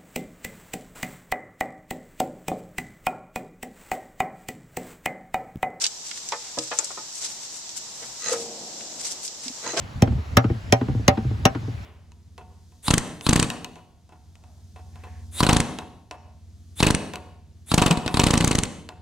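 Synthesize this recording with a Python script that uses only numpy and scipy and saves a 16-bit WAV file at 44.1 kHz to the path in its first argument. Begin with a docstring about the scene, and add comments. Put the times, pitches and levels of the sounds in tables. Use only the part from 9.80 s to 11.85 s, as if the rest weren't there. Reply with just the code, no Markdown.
"""Five sharp hammer blows on a nail in a loose deck board, with dull knocks around them, outdoors among trees.
Each blow is a noise crack plus hammer-head modes through the air, and a thump and board modes along the wood
as a bending wave (treble first, bass late). The knocks are the board bouncing on its joists: push, ring, tick, boom.
Decaying noise answers from planks and trees; filtered noise makes the low wind rumble and leaf hiss beneath."""
import sys
import numpy as np
from scipy import signal
from scipy.fft import rfft, irfft, next_fast_len
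from scipy.io import wavfile
from scipy.ndimage import uniform_filter1d, map_coordinates

SR = 44100
rng = np.random.default_rng(int(sys.argv[2]) if len(sys.argv) > 2 else 0)


def persist_wave(psi):
    """Save psi, clipped to +-1, as 16-bit WAV."""
    counts = np.round(np.clip(psi, -1, 1) * 32767).astype(np.int16)
    wavfile.write(sys.argv[1], SR, np.atleast_2d(counts).T)


N = 90404
EVENT_SAMPLES = 2 ** 14
FREQ_HZ = np.fft.rfftfreq(EVENT_SAMPLES, 1 / SR)
TIME_S = np.arange(EVENT_SAMPLES) / SR

# Leaf hiss spectrum. Each row: frequency in Hz, relative level in dB per Hz.
LEAF_SPECTRUM = [(120, -33), (200, -1.5), (715, -2.5), (2000, -8.5), (4880, -17), (8000, -24),
                 (11000, -27.5), (14500, -34), (16500, -34.5)]
# Wind rumble spectrum. Each row: frequency in Hz, relative level in dB per Hz.
RUMBLE_SPECTRUM = [(20, -28.5), (46, -15.5), (64, -13), (92, -13), (300, -36), (390, -107), (660, -120)]
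# Mean course of the rumble level. Each row: time in seconds, level in dB.
GUST_LEVELS = [(0, -31), (.2, -30.5), (.3, -19.5), (.45, -38), (.55, -28.5), (.7, -27.5), (.83, -28),
               (.9, -29.5), (1.05, -33), (1.2, -28.5), (1.35, -26.5), (1.45, -31.5), (1.6, -28),
               (1.75, -34), (1.9, -30), (2.05, -35.5)]
# Left-right likeness of the air noise. Each row: frequency in Hz, correlation from -1 to 1.
AIR_CORRELATION = [(60, 0.91), (180, 0.9), (550, 0.14), (1650, -0.16), (4970, 0.72), (15000, 0.051)]
# Decay of the answer from planks and trees. Each row: frequency in Hz, t60 in seconds.
ANSWER_DECAY = [(300, 0.38), (1000, 0.14), (3000, 0.07), (7000, 0.039), (15000, 0.043)]

# Board landing on its joists. Each row: time in seconds, knock in dB, tick in dB, boom in dB, boom pitch in Hz.
LANDINGS = [(.086, -39.5, -72, -41, 114), (0.274, -21, -28.5, -20.5, 122), (0.321, -26.5, -38, -18, 106.2),
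            (.375, -35.5, -55, -21, 87.3), (0.6418, -13, -24.5, -17.5, 122),
            (0.698, -15.5, -32.5, -17.5, 111.7), (.747, -52, -42, -28, 107),
            (1.012, -14.5, -26.5, -23, 122.4), (1.082, -16.5, -36, -23, 126.4),
            (1.145, -25, -51, -17.5, 113.2), (1.191, -29, -62, -31, 118), (1.373, -15.5, -26, -26, 123),
            (1.445, -26, -65, -17.5, 120), (1.508, -25, -43, -16.5, 113.7), (1.59, -39, -59, -31.5, 119),
            (1.749, -18.5, -25.5, -22, 115), (1.826, -34.5, -58, -25.5, 113.4),
            (1.876, -26.5, -43.5, -23, 120), (1.927, -42, -60, -35, 115)]
# Landing push spectrum. Each row: frequency in Hz, relative level in dB per Hz.
PUSH_SPECTRUM = [(60, -31), (130, -38), (200, 7.5), (280, 11.5), (420, -2.5), (700, -22), (2000, -31),
                 (5000, -120)]
# Landing tick spectrum. Each row: frequency in Hz, relative level in dB per Hz.
TICK_SPECTRUM = [(200, -27), (400, 17), (1200, 10.5), (3000, -0.5), (5500, -16.5), (7000, -25),
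                 (10000, -120)]
# Joist modes. Each row: nominal frequency in Hz, mean level in dB, t60 in seconds.
JOIST_MODES = [(215.8, -8, 0.19), (248.5, -3.5, 0.095), (334, -8, 0.084), (434.5, -9, 0.089),
               (772.5, -17, 0.15)]

# Hammer blows. Each row: time in seconds, thump in dB, bass in dB, ring in dB, contact hardness in Hz,
# crack in dB, crack brightness in dB per octave, steel in dB.
HAMMER_BLOWS = [(0.2211, -2.5, -7, -4.5, 476, -17, 4.5, -35.5),
                (0.5695, -7.5, -6.5, -4.5, 794, -4, 2, -24.5),
                (0.9239, -11.5, -10.5, -6.5, 1630, -8, 3, -30.5),
                (1.2796, -7.5, -15, -8.5, 1650, -5, 2, -53), (1.653, -8.5, -22.5, -9, 1610, -4.5, 2, -26)]
# Thump spectrum. Each row: frequency in Hz, relative level in dB per Hz.
THUMP_SPECTRUM = [(30, -33), (60, -51), (90, 2.5), (130, 11), (250, 0), (350, -2.5), (600, -3.5),
                  (1200, -21.5), (3000, -56.5), (9000, -120)]
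# Crack spectrum before brightness. Each row: frequency in Hz, relative level in dB per Hz.
CRACK_SPECTRUM = [(150, -29), (400, 14), (1000, 10.5), (3000, 3.5), (6000, -6), (10000, -15),
                  (16000, -24.5)]
# Deck frame modes. Each row: frequency in Hz, mean level in dB, t60 in seconds.
FRAME_MODES = [(90, -37, 0.025), (121, -4.5, 0.21)]
# Board modes. Each row: frequency in Hz, mean level in dB, t60 in seconds.
BOARD_MODES = [(264, -7, 0.11), (345, -10, 0.06), (428, -7, 0.06), (480, -11, 0.1), (585, -3, 0.075),
               (676, -13, .1), (775, -3, .14), (930, -13, 0.08), (1012, -10, 0.04), (1240, -9, 0.04),
               (1450, -14, 0.035), (1884, -16, 0.05), (2090, -9, .03), (4110, -16, 0.03)]
# Hammer head modes. Each row: frequency in Hz, mean level in dB, t60 in seconds.
STEEL_MODES = [(5771, 0, .085), (5900, -8, .05)]

# Phase lead of the left at width 1. Each row: frequency in Hz, lead in radians.
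LEFT_LEAD = [(270, 0.15), (380, 0.4), (550, -2), (1000, 0.8), (1500, 2.5), (1850, 1.42), (2200, -2.34),
             (2800, -1.6), (4500, -0.4), (6500, 1.75), (7500, -1.5), (10500, 1.5), (11500, -2),
             (14500, 0.5), (15500, 4.5)]
# Left over right at width 1. Each row: frequency in Hz, level difference in dB.
LEFT_TILT = [(270, 6), (380, 7.5), (520, -1), (1000, -6.5), (2200, 1.5), (4500, -3), (6500, 10.5),
             (7500, 0.5), (11000, 0.5)]
# Bands where the centre cancels. Each row: centre in Hz, half width in Hz, depth in dB.
CENTRE_DIPS = [(9015, 842, -18.5), (12860, 750, -24)]
# Bands where both sides hear alike. Each row: centre in Hz, half width in Hz, depth in dB.
SIDE_DIPS = [(6900, 450, -18), (15700, 230, -31)]

# Bending delay in seconds = spread / sqrt(Hz)
BLOW_SPREAD, LANDING_SPREAD = 0.106, 0.14
BURST_RISE_S, TICK_T60_S = 0.00051, 0.044
CRACK_T60_S, SNAP_T60_S, SNAP_HZ, SNAP_DB = 0.036, 0.016, 3560, 7
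BOOM_PEAK_S = 0.022
JOIST_RING_DB, SECOND_TOUCH_DB = -4.5, -6
MODE_LEVEL_SD_DB = 2
LANDING_SD = 0.1  # log spread of push pitch and bending spread
LEAF_DB, ANSWER_DB = -45.5, -5
ANSWER_LOW_HZ, MONO_HZ = 800, 230
BLOW_WIDTH, LANDING_WIDTH = 0.77, 0.5  # share of lead and tilt
ROLL_OFF_HZ, TOP_HZ = 45, 16950
CLIP_LEVEL, CLIP_HARDNESS = 1, 4


def amp(db):
    """Gain from dB."""
    return 10 ** (np.asarray(db) / 20)


def unit(x):
    """Scale to rms 1."""
    return x / np.sqrt(np.mean(x ** 2) + 1e-20)


def peak(x):
    """Scale to peak 1."""
    return x / np.abs(x).max()


def along(points, hz):
    """Interpolate (Hz, value) points on a log-frequency axis."""
    point_hz, value = np.transpose(points)
    return np.interp(np.log(hz + 1), np.log(point_hz + 1), value)


def wobble(knots_per_s):
    """Smooth random curve."""
    knots = rng.standard_normal(int(N * knots_per_s / SR) + 4)
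    return map_coordinates(knots, [np.arange(N) * knots_per_s / SR])


def filtered(x, response):
    """Filter by a complex response of frequency, zero-padded."""
    size = next_fast_len(x.shape[-1] + SR // 4)
    spectrum = rfft(x, size) * response(np.fft.rfftfreq(size, 1 / SR))
    return irfft(spectrum, size)[..., :x.shape[-1]]


def add(track, start_s, sound):
    """Mix in a sound at its start time."""
    track[round(start_s * SR):][:EVENT_SAMPLES] += sound


def ring(modes):
    """Sum of decaying sine modes, levels drawn anew."""
    out = np.zeros(EVENT_SAMPLES)
    for hz, db, t60_s in modes:
        level_db = db + MODE_LEVEL_SD_DB * rng.normal()
        out += amp(level_db - 60 * TIME_S / t60_s) * np.sin(2 * np.pi * hz * TIME_S)
    return out


def travel(spectrum, spread):
    """Bending wave in wood: delay falls as 1 / sqrt(Hz), so treble arrives first."""
    wave = irfft(spectrum * np.exp(-4j * np.pi * spread * np.sqrt(FREQ_HZ)), EVENT_SAMPLES)
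    fade_in = np.clip(TIME_S / 0.0017, 0, 1) ** 2
    return wave * fade_in * (TIME_S < TIME_S[-1] * 0.75)


def burst(spectrum, t60_s, tilt_db=0):
    """Dying coloured noise; tilt in dB per octave about 2 kHz."""
    colour_db = along(spectrum, FREQ_HZ) + tilt_db * np.log2((FREQ_HZ + 1) / 2000)
    noise = irfft(rfft(rng.standard_normal(EVENT_SAMPLES)) * amp(colour_db), EVENT_SAMPLES)
    return unit(noise) * amp(-60 * TIME_S / t60_s) * (1 - np.exp(-TIME_S / BURST_RISE_S))


def rush(spectrum, patchy_db):
    """Partly correlated stereo noise of rms 1, with random gain patches in time and frequency."""
    z = signal.stft(rng.standard_normal((2, N)), nperseg=512)[2]
    patches = uniform_filter1d(rng.standard_normal(z.shape[1:]), 6, 0)  # across frequency
    patches = uniform_filter1d(patches, 14, 1)  # across time
    pair = signal.istft(z * amp(patchy_db * unit(patches)), nperseg=512)[1][:, :N]

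    def mid_side_gain(hz):
        angle = np.arccos(np.clip(along(AIR_CORRELATION, hz), -1, 1)) / 2
        return amp(along(spectrum, hz)) * [np.cos(angle), np.sin(angle)]

    mid, side = filtered(pair, mid_side_gain)
    return unit(np.array([mid + side, mid - side]))


def air():
    """Leaf hiss and gusty wind rumble: patchy noise under slow level curves."""
    gust_s, gust_db = np.transpose(GUST_LEVELS)
    rumble_db = np.interp(np.arange(N) / SR, gust_s, gust_db) + 0.62 * wobble(11.8)
    leaf_db = LEAF_DB + 0.12 * wobble(4.6)
    leaves = amp(leaf_db) * rush(LEAF_SPECTRUM, patchy_db=-1.5)
    return leaves + amp(rumble_db) * rush(RUMBLE_SPECTRUM, patchy_db=4.5)


def scatter(x):
    """Planks and trees answer with noise whose decay depends on frequency, redrawn for each blow."""
    out = np.zeros((2, N))
    # each span opens 10 ms before its blow; the first opens at zero
    starts_s = [0] + [row[0] - 0.01 for row in HAMMER_BLOWS[1:]]
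    edges = np.round(np.array(starts_s + [N / SR]) * SR)
    for start, end in zip(edges, edges[1:]):
        hz, t, z = signal.stft(rng.standard_normal((2, SR // 4)), SR, nperseg=256)
        low_cut = hz ** 3 / (hz ** 3 + ANSWER_LOW_HZ ** 3)
        decay = amp(-60 * t / along(ANSWER_DECAY, hz)[:, None])
        tail = signal.istft(z * decay * low_cut[:, None], SR, nperseg=256)[1]
        part = x * (np.arange(N) >= start) * (np.arange(N) < end)
        out += signal.fftconvolve(part[None], tail / np.linalg.norm(tail[0]), axes=1)[:, :N]
    return out


def boom(hz):
    """Deck frame swells and fades with gliding pitch; a lower neighbouring mode beats against it."""
    u = TIME_S / BOOM_PEAK_S
    glide = 1 + 0.04 * rng.normal() * u
    pitch_ratio, turn = rng.uniform(0.7, 0.85), rng.uniform(0, 2 * np.pi)
    phase = 2 * np.pi * hz * np.cumsum(glide) / SR
    swell = (u * np.exp(1 - u)) ** 2
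    return swell * (np.sin(phase) + 0.28 * np.sin(pitch_ratio * phase + turn))


def touch():
    """Wood on wood: soft push and dull joist ring, pitch and spread drawn anew."""
    pitch, spread = np.exp(LANDING_SD * rng.normal(size=2))
    push = peak(travel(amp(along(PUSH_SPECTRUM, FREQ_HZ / pitch)), LANDING_SPREAD * spread))
    modes = []
    for hz, db, t60_s in JOIST_MODES:
        detune = np.exp(LANDING_SD / 2 * rng.normal() * (hz < 500))  # low modes only
        modes.append((hz * detune, db, t60_s))
    return push + amp(JOIST_RING_DB) * travel(rfft(ring(modes)), LANDING_SPREAD)


def bounces():
    """Board lands on its joists: two touches, the second weaker, with a tick and the boom."""
    out = np.zeros(N + 2 * EVENT_SAMPLES)
    for start_s, knock_db, tick_db, boom_db, boom_hz in LANDINGS:
        second_s = rng.uniform(0.00605, 0.0121)
        add(out, start_s, amp(knock_db) * touch())
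        add(out, start_s + second_s, amp(knock_db + SECOND_TOUCH_DB) * touch())
        tick = amp(tick_db) * burst(TICK_SPECTRUM, TICK_T60_S)
        add(out, start_s, amp(boom_db) * boom(boom_hz) + tick)
    return out[:N]


def crack(tilt_db):
    """Steel on steel: two noise bursts crossed over at SNAP_HZ, the top dying first."""
    high = 1 / (1 + (SNAP_HZ / (FREQ_HZ + 1)) ** 4)
    snap = rfft(burst(CRACK_SPECTRUM, SNAP_T60_S, tilt_db))
    body = rfft(burst(CRACK_SPECTRUM, CRACK_T60_S, tilt_db))
    return irfft(snap * high * amp(SNAP_DB) + body * (1 - high), EVENT_SAMPLES)


def softened(x, hardness_hz):
    """Spectrum of a ring set off by a contact that is soft above hardness_hz."""
    return rfft(x) / (1 + 1j * FREQ_HZ / hardness_hz) ** 2


def hammer():
    """Crack and steel come through the air; thump and ring run along the board."""
    out = np.zeros(N + EVENT_SAMPLES)
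    thump = peak(travel(amp(along(THUMP_SPECTRUM, FREQ_HZ)), BLOW_SPREAD))
    for start_s, thump_db, bass_db, ring_db, hardness_hz, crack_db, bright_db, steel_db in HAMMER_BLOWS:
        frame = amp(bass_db) * rfft(ring(FRAME_MODES))
        board = amp(ring_db) * softened(ring(BOARD_MODES), hardness_hz)
        wood = amp(thump_db) * thump + travel(frame + board, BLOW_SPREAD)
        steel = amp(crack_db) * crack(bright_db) + amp(steel_db) * ring(STEEL_MODES)
        add(out, start_s, steel - wood)  # wood has opposite polarity
    return out[:N]


def placed(x, width):
    """Stereo by frequency-dependent phase lead and level tilt; bass alike in both channels."""
    def response(hz):
        share = width * np.array([[0.5], [-0.5]]) * hz ** 6 / (hz ** 6 + MONO_HZ ** 6)
        return amp(share * along(LEFT_TILT, hz)) * np.exp(1j * share * along(LEFT_LEAD, hz))

    return filtered(x, response)


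def scene():
    """Air, scattered answer, landings and blows."""
    blows, landings = hammer(), bounces()
    direct = placed(blows, BLOW_WIDTH) + placed(landings, LANDING_WIDTH)
    return direct + amp(ANSWER_DB) * scatter(blows + landings) + air()


def dips(bands):
    """Response with flat-bottomed notches."""
    return lambda hz: amp(sum(db * np.exp(-((hz - c) / w) ** 4) for c, w, db in bands))


def record(dry):
    """Centre and side notches, bass roll-off, soft clipping, band limit."""
    mid = filtered(dry[0] + dry[1], dips(CENTRE_DIPS)) / 2
    side = filtered(dry[0] - dry[1], dips(SIDE_DIPS)) / 2
    x = np.array([mid + side, mid - side])
    x = filtered(x, lambda hz: hz ** 3 / (hz ** 3 + ROLL_OFF_HZ ** 3))
    x = x / (1 + np.abs(x / CLIP_LEVEL) ** CLIP_HARDNESS) ** (1 / CLIP_HARDNESS)
    return filtered(x, lambda hz: hz < TOP_HZ)


dry = scene()
out = record(dry)
persist_wave(out)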